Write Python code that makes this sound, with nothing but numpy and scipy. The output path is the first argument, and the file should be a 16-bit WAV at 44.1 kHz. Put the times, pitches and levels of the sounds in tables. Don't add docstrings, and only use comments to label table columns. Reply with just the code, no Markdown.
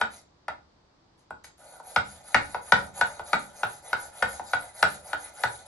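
import sys
import numpy as np
from scipy import signal
from scipy.fft import rfft, irfft
from scipy.io import wavfile
from scipy.ndimage import uniform_filter1d

SR = 44100
rng = np.random.default_rng(int(sys.argv[2]) if len(sys.argv) > 2 else 0)


def materialize(psi):
    bounded = np.clip(np.atleast_2d(psi).T, -1, 1)
    quanta = np.round(bounded * 32767).astype(np.int16)
    wavfile.write(sys.argv[1], SR, quanta)


N = 250047

# (frequency [Hz], level [dB], t60 [s])
BODY_MODES = [(464, -0.5, 0.028), (572, 3.5, 0.032), (677.3, 6, 0.044), (692.5, 9, 0.036), (836, 11, 0.028),
              (896.6, 1, 0.093), (947.5, 4.5, 0.052), (1153, -1.5, 0.056), (1235, 9, 0.037),
              (1437, 0, 0.032), (1326, -0.5, 0.093), (1471.3, 8, 0.1), (1525, -16.5, .07),
              (1574, -3, 0.095), (1778, -4.5, 0.028), (1960, -4.5, 0.065), (2140, 0, 0.013),
              (2413, -10, 0.13), (2474, 4, 0.012), (2815, -5, 0.04), (3284, -6, 0.034), (3833, -3.5, 0.09),
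              (4630, -14.5, 0.22), (5030, -25.5, .1)]


def gain_of(db):
    return 10 ** (np.asarray(db) / 20)


def unit_rms(x):
    return x / np.sqrt(np.mean(x ** 2) + 1e-20)


def unit_peak(x):
    return x / abs(x).max()


def curve_at(points, hz):
    point_hz, value = np.transpose(points)
    return np.interp(np.log(hz + 1), np.log(point_hz + 1), value)


def coloured(x, points):
    hz = np.fft.rfftfreq(x.shape[-1], 1 / SR)
    return irfft(rfft(x) * gain_of(curve_at(points, hz)), x.shape[-1])


def add(mix, start_s, sound):
    part = mix[:, round(start_s * SR):][:, :sound.shape[1]]
    part += sound[:, :part.shape[1]]


def diffuse_noise(coherence, size):
    left, other = rfft(rng.standard_normal((2, size)))
    shared = np.clip(curve_at(coherence, np.fft.rfftfreq(size, 1 / SR)), -1, 1)
    return irfft(np.array([left, shared * left + np.sqrt(1 - shared ** 2) * other]), size)


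def resonate(x, hz, width_hz):
    carrier = np.exp(2j * np.pi * np.cumsum(hz) / SR)
    pole = np.exp(-np.pi * width_hz / SR)
    smoothed = signal.lfilter([(1 - pole) ** 2], [1, -2 * pole, pole * pole], x / carrier)
    return 2 * (carrier * smoothed).real


def ring(modes, colour, spread_db, t60_factor=1.):
    hz, db, t60_s = np.transpose(modes)[:, :, None]
    t = np.arange(SR // 2) / SR
    db = db + curve_at(colour, hz) + spread_db * rng.standard_normal(hz.shape)
    sign = (-1.) ** np.arange(len(hz))[:, None]
    return (sign * gain_of(db - 60 * t / (t60_s * t60_factor)) * np.sin(2 * np.pi * hz * t)).sum(0)


def radiated(x):
    return signal.sosfilt(signal.butter(4, 430, "high", fs=SR, output="sos"), x)


def room_tone():
    # (frequency [Hz], density [dB])
    spectrum = [(12, -43.5), (20, -20), (48, -7.5), (103, -9), (167, -10), (205, -12.5), (233, -13.5),
                (341, -10), (369, -15), (1020, -16), (2640, -29.5), (4750, -25), (9000, -44.5),
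                (11700, -83), (19800, -120)]
    # (frequency [Hz], coherence [-1..1])
    coherence = [(60, 1), (150, 1), (350, 0.21), (900, 0.12), (1700, -0.07), (3000, -0.12)]
    return gain_of(-63) * unit_rms(coloured(diffuse_noise(coherence, N), spectrum))


def reflections(x):
    # (frequency [Hz], t60 [s])
    decay = [(60, 1), (160, 0.46), (420, 0.32), (1100, 0.25), (2900, 0.24), (7700, 0.3), (12000, 0.063)]
    # (frequency [Hz], gain [dB])
    colour = [(100, -6), (300, 3.5), (700, -1), (1500, 2), (4000, 1), (10000, -6)]
    # (frequency [Hz], coherence [-1..1])
    coherence = [(90, .97), (160, .85), (300, .2), (1000, 0), (3000, -.1), (8500, 0), (10000, .7)]
    out, t = np.zeros((2, N)), np.arange(N) / SR
    x = coloured(x, colour)
    for share in (np.cos(2.044 * t), np.sin(2.03 * t)):
        hz, lag_s, bands = signal.stft(diffuse_noise(coherence, SR // 2), SR, nperseg=256)
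        fade = gain_of(-60 * lag_s / curve_at(decay, hz)[:, None])
        tail = signal.istft(bands * fade, SR, nperseg=256)[1]
        tail *= np.clip(np.arange(tail.shape[1]) / SR / 0.0082 - .3, 0, 1)
        out += signal.fftconvolve((x * share)[None], tail / np.linalg.norm(tail[0]), axes=1)[:, :N]
    return out


def ports(x):
    # (frequency [Hz], left over right [dB])
    balance = [(100, 0), (250, 1), (1500, -.5), (2800, 2), (5500, 5), (7200, 1), (10000, 0)]
    # (frequency [Hz], left lead [rad])
    lead = [(100, 0), (400, .3), (1700, .1), (2400, 1.2), (4000, 2.1), (4700, 1), (6000, -.8), (7000, -1.3),
            (8000, -3.1), (9000, -5), (9500, -6), (12000, -6.28)]
    hz = np.fft.rfftfreq(N, 1 / SR)
    left = gain_of(curve_at(balance, hz) / 2) * np.exp(.5j * curve_at(lead, hz))
    return irfft(rfft(x) * np.array([left, 1 / left]), N)


def knocks():
    # (time [s], level [dB], thump [dB], board [dB], knife [dB], crack [dB], snap [dB],
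    # t60 [factor]); thump to snap are relative; a bar kept pressed on the edge shortens the ring
    blows = [(0.014, -10, -29, 4, 4.5, -14, -27, 0.74), (0.483, -17.5, -28.5, 2.5, -6.5, -16, -30, 0.61),
             (1.307, -24.5, -26, 12, 8.5, -30, -27, 0.55), (1.444, -41, -42, 13, 10, -1.5, -13, 0.83),
             (1.8, -33, -33, 27, 13, -21.5, -19, 0.48), (1.962, -7, -25, 2.5, 4, -11.5, -26.5, 1),
             (2.346, -4.5, -24, 2, 0, -8, -24.5, 0.75), (2.546, -17, -32, 10.5, -0.5, -17.5, -41, 0.85),
             (2.722, -2, -24, 4, 3, -10, -29, 0.62), (3.012, -8.5, -27.5, 4.5, 7.5, -11.5, -23, 1),
             (3.195, -25, -21, 12.5, 0, -16.5, -23, 1), (3.332, -7, -26, -0.5, -1.5, -11.5, -27, 0.88),
             (3.633, -11.5, -29, 8, 9, -13.5, -31, 0.56), (3.931, -11.5, -30.5, 5.5, 7, -13, -25, 0.78),
             (4.225, -8.5, -27.5, 3.5, 5, -11, -23.5, 0.8), (4.396, -22.5, -26, 15.5, 0, -22, -29, 0.94),
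             (4.534, -9.5, -31, 4, 5, -14, -32, 0.87), (4.828, -4, -29, 2, 5, -9, -20.5, 0.94),
             (5.132, -15.5, -28.5, 5, 6.5, -14, -28, 0.93), (5.437, -11, -27.5, 4.5, 5, -11.5, -21.5, 0.9)]
    # (frequency [Hz], density [dB])
    crack_spectrum = [(1200, -26.5), (1700, 0.5), (2100, -3.5), (2600, -12.5), (3700, -10), (5000, -16.5),
                      (7000, -26), (8500, -48)]
    # (frequency [Hz], density [dB])
    snap_spectrum = [(6000, -37), (7500, 9.5), (9500, 3), (12000, -7.5), (13500, -19.5)]
    # (frequency [Hz], level [dB], t60 [s])
    table_modes = [(44.2, -10.5, 0.015), (57.1, -23, .15), (72.4, -4.5, 0.22), (90, -2, 0.13),
                   (115.3, -4.5, 0.22), (142, -4.5, 0.12), (187, 0, 0.098), (227.5, 0.5, 0.085),
                   (288, -1.5, 0.059), (392, -4.5, 0.06)]
    chatter_s, left_over_right_db = .0053, 1.55
    pan = gain_of([[left_over_right_db / 2], [-left_over_right_db / 2]])
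    out, t = np.zeros((2, N)), np.arange(2048) / SR
    for time_s, db, thump_db, board_db, knife_db, crack_db, snap_db, t60_factor in blows:
        grains, jolt, crack, snap = rng.standard_normal((4, len(t)))
        chatter = .04 * grains * np.sqrt(t / chatter_s) * np.exp(-2 * t / chatter_s)
        blow = .2 * np.exp(-((t - 0.2953 * chatter_s) / 0.000073) ** 2)
        colour = [(950, board_db), (1200, 0), (1420, 0), (1440, knife_db), (1495, knife_db), (1505, 0)]
        modes = ring(BODY_MODES, colour, spread_db=1.5, t60_factor=t60_factor)
        knock = unit_peak(radiated(signal.oaconvolve(modes, chatter + blow)))
        crack = unit_rms(coloured(crack, crack_spectrum)) * np.minimum(t / 0.00017, 1)
        snap = unit_rms(coloured(snap, snap_spectrum)) * np.minimum(t / .0004, 1)
        knock[:len(t)] += gain_of(crack_db - 60 * t / (6.5 * chatter_s)) * crack
        knock[:len(t)] += gain_of(snap_db - 60 * t / 0.025) * snap
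        jolt = (jolt + 0.14) * t * np.exp(-t / 0.0046)
        table = ring(table_modes, [(100, 0.0048)], spread_db=1.2)
        knock += gain_of(thump_db) * unit_peak(signal.oaconvolve(table, jolt))
        add(out, time_s - .001, gain_of(db) * knock * pan)
    return out


def stroke_motion():
    # (start [s], length [s], fastest at [0..1], pointedness [exponent],
    # rasp [dB], board re rasp [dB], blade flat re rasp [dB], rasp centre [Hz])
    strokes = np.array([(-.1, 0.12, 0.8, 1.2, -47.5, 10, -1.5, 9700),
                        (0.076, 0.24, 0.31, 6.7, -52.5, -5.5, 1, 9900),
                        (1.17, .1, .3, 2.5, -74, -4, 3.5, 10600), (1.439, 0.12, 0, 3, -52, -4, 3.5, 10750),
                        (1.574, 0.24, 0.49, 0.57, -56, -0.5, -4, 10300),
                        (1.825, 0.18, 0.5, 0.99, -48.5, -4.5, -4, 10930),
                        (2.04, 0.2, .35, 1.06, -53, -13, -1.5, 10450),
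                        (2.23, 0.15, 0.56, 0.6, -50.5, -4, -1.5, 10510),
                        (2.395, 0.22, 0.4, 1.5, -52, 1, -2, 9980),
                        (2.605, 0.15, 0.58, 0.9, -47, -3.5, -4.5, 10600),
                        (2.765, .17, 0.2, 1.2, -52, 2.5, -2.5, 10250),
                        (2.929, 0.1, 0.6, 1, -44, 0.5, 0, 10490),
                        (3.054, 0.17, 0.2, 0.9, -51, 3, -1, 10470),
                        (3.231, 0.15, 0.51, 1, -48, -1, 0, 10520),
                        (3.385, 0.19, 0.1, 1.35, -48.5, -5, -3.5, 10570),
                        (3.522, .135, 0.7, 0.46, -48, 0, -2.5, 10570),
                        (3.663, .156, 0.3, 1.17, -47, -7, -4, 10100),
                        (3.82, .13, 0.57, 0.59, -48, -2, -3, 10600),
                        (3.958, 0.16, 0.42, 1.6, -44, -6, -5.5, 10580),
                        (4.114, 0.17, 0.46, 1.2, -47, -1.5, -3, 10190),
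                        (4.266, 0.16, 0.34, 1.7, -44.5, -6, -1.5, 10440),
                        (4.424, 0.15, 0.58, 0.85, -48, -1, 0.5, 10420),
                        (4.582, .148, 0.37, 1.2, -48, -1, -4, 10370),
                        (4.73, 0.13, 0.54, 1.1, -43, -5.5, -4.5, 10650),
                        (4.865, 0.17, 0.32, 1.3, -46, -7, -4, 10600),
                        (5.016, 0.14, 0.6, 1, -45.5, -3, -4.5, 10740),
                        (5.159, 0.16, 0.51, 1.16, -47.5, -2, -4, 10760),
                        (5.308, 0.16, 0.7, 0.73, -46, -0.5, -2.5, 10020),
                        (5.468, .178, 0.4, 1.04, -49, -4.5, -3, 10500),
                        (5.646, .15, 0.6, 0.87, -44, -1.5, 0, 10570)])
    board_follow, flat_follow = 0.82, 0.92
    rise_hz, pressed_from_s = 150, 1.58
    t = np.arange(N) / SR
    current = np.clip(np.searchsorted(strokes[:, 0], t) - 1, 0, None)
    start_s, length_s, fastest, pointedness, rasp_db, board_db, flat_db, _ = strokes[current].T
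    progress = np.clip((t - start_s) / length_s, 0, 1)
    skew = np.log(.5) / np.log(np.clip(fastest, .05, .95))
    speed = np.where(progress < 1, abs(np.sin(np.pi * progress ** skew)), 0)
    pressed = t > pressed_from_s
    rasp = gain_of(rasp_db) * speed ** pointedness + pressed * gain_of(-76)
    board = gain_of(rasp_db + board_db) * speed ** (board_follow * pointedness) + pressed * gain_of(-62.5)
    flat = gain_of(rasp_db + flat_db) * speed ** (flat_follow * pointedness) + pressed * gain_of(-69.5)
    fastest_s = strokes[:, 0] + strokes[:, 1] * strokes[:, 2]
    rasp_hz = np.interp(t, fastest_s, strokes[:, -1]) - rise_hz * (1 - speed)
    return rasp, board, flat, rasp_hz


def grit_force():
    grains = unit_rms(rng.standard_normal(N) * gain_of(3.6 * np.minimum(rng.exponential(1, N), 5)))
    hz, _, bands = signal.stft(grains, SR, nperseg=256)
    patches = uniform_filter1d(rng.standard_normal(bands.shape), 4, axis=0)
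    patches = unit_rms(uniform_filter1d(patches, 8, axis=1))
    grip_db = curve_at([(1000, 2.5), (5000, 3.5), (10000, 4.46)], hz)[:, None]
    return unit_rms(signal.istft(bands * gain_of(grip_db * patches), SR, nperseg=256)[1][:N])


def scrape():
    # (frequency [Hz], density [dB])
    hiss_spectrum = [(1400, -30.5), (1800, -11), (2830, -20.5), (3970, -9), (5600, -16), (7300, -5.5),
                     (7700, -19), (8600, -10), (9300, -9), (10300, -2.5), (11700, -11), (12000, -32.5),
                     (12300, -84.5)]
    # (frequency re rasp centre [factor], width [Hz], level [dB])
    rasp_bands = [(.92, 500, -12), (0.998, 300, 0.5), (1.06, 350, -1)]
    # (frequency [Hz], width [Hz], level [dB])
    blade_modes = [(3870, 35, -12.5), (5050, 110, -19.5), (6590, 79, -5), (7655, 140, -3.5)]
    # (frequency [Hz], gain [dB])
    rub_colour = [(450, -22.5), (600, 8.5), (900, -4.5), (1200, -12.5), (1500, -12), (2200, -5.5),
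                  (4000, -21.5)]
    rasp_gain, board_gain, flat_gain, rasp_hz = stroke_motion()
    grit = grit_force()
    hiss = unit_rms(coloured(grit, hiss_spectrum))
    low_hiss = signal.sosfiltfilt(signal.butter(8, 8000, fs=SR, output="sos"), hiss)
    rasp = sum(gain_of(db) * resonate(hiss, factor * rasp_hz, width_hz)
               for factor, width_hz, db in rasp_bands)
    edge = rasp_gain * (hiss - low_hiss + gain_of(-13.5) * unit_rms(rasp))
    t = np.arange(2048) / SR
    blade_ring = sum(gain_of(db) * np.sqrt(width_hz) * np.exp(-np.pi * width_hz * t)
                     * np.sin(2 * np.pi * hz * t) for hz, width_hz, db in blade_modes)
    blade = gain_of(-10.5) * unit_rms(signal.oaconvolve(grit, blade_ring)[:N])
    flat = flat_gain * (low_hiss + blade)
    board_ring = radiated(ring(BODY_MODES, rub_colour, spread_db=0))
    board = signal.oaconvolve(grit * board_gain, board_ring / np.linalg.norm(board_ring))[:N]
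    return edge + flat + board


def scene():
    hits, rub = knocks(), scrape()
    to_room = gain_of(-6.5) * hits.mean(0) + gain_of(-4.5) * rub
    return ports(hits + rub) + reflections(to_room) + room_tone()


def record(dry):
    ceiling, cutoff_hz = .97, 13060
    rounded = dry / (1 + (dry / ceiling) ** 4) ** .25
    low_pass = signal.firwin(511, cutoff_hz, window=("kaiser", 9), fs=SR)
    return signal.oaconvolve(rounded, low_pass[None], "same")


dry = scene()
out = record(dry)
materialize(out)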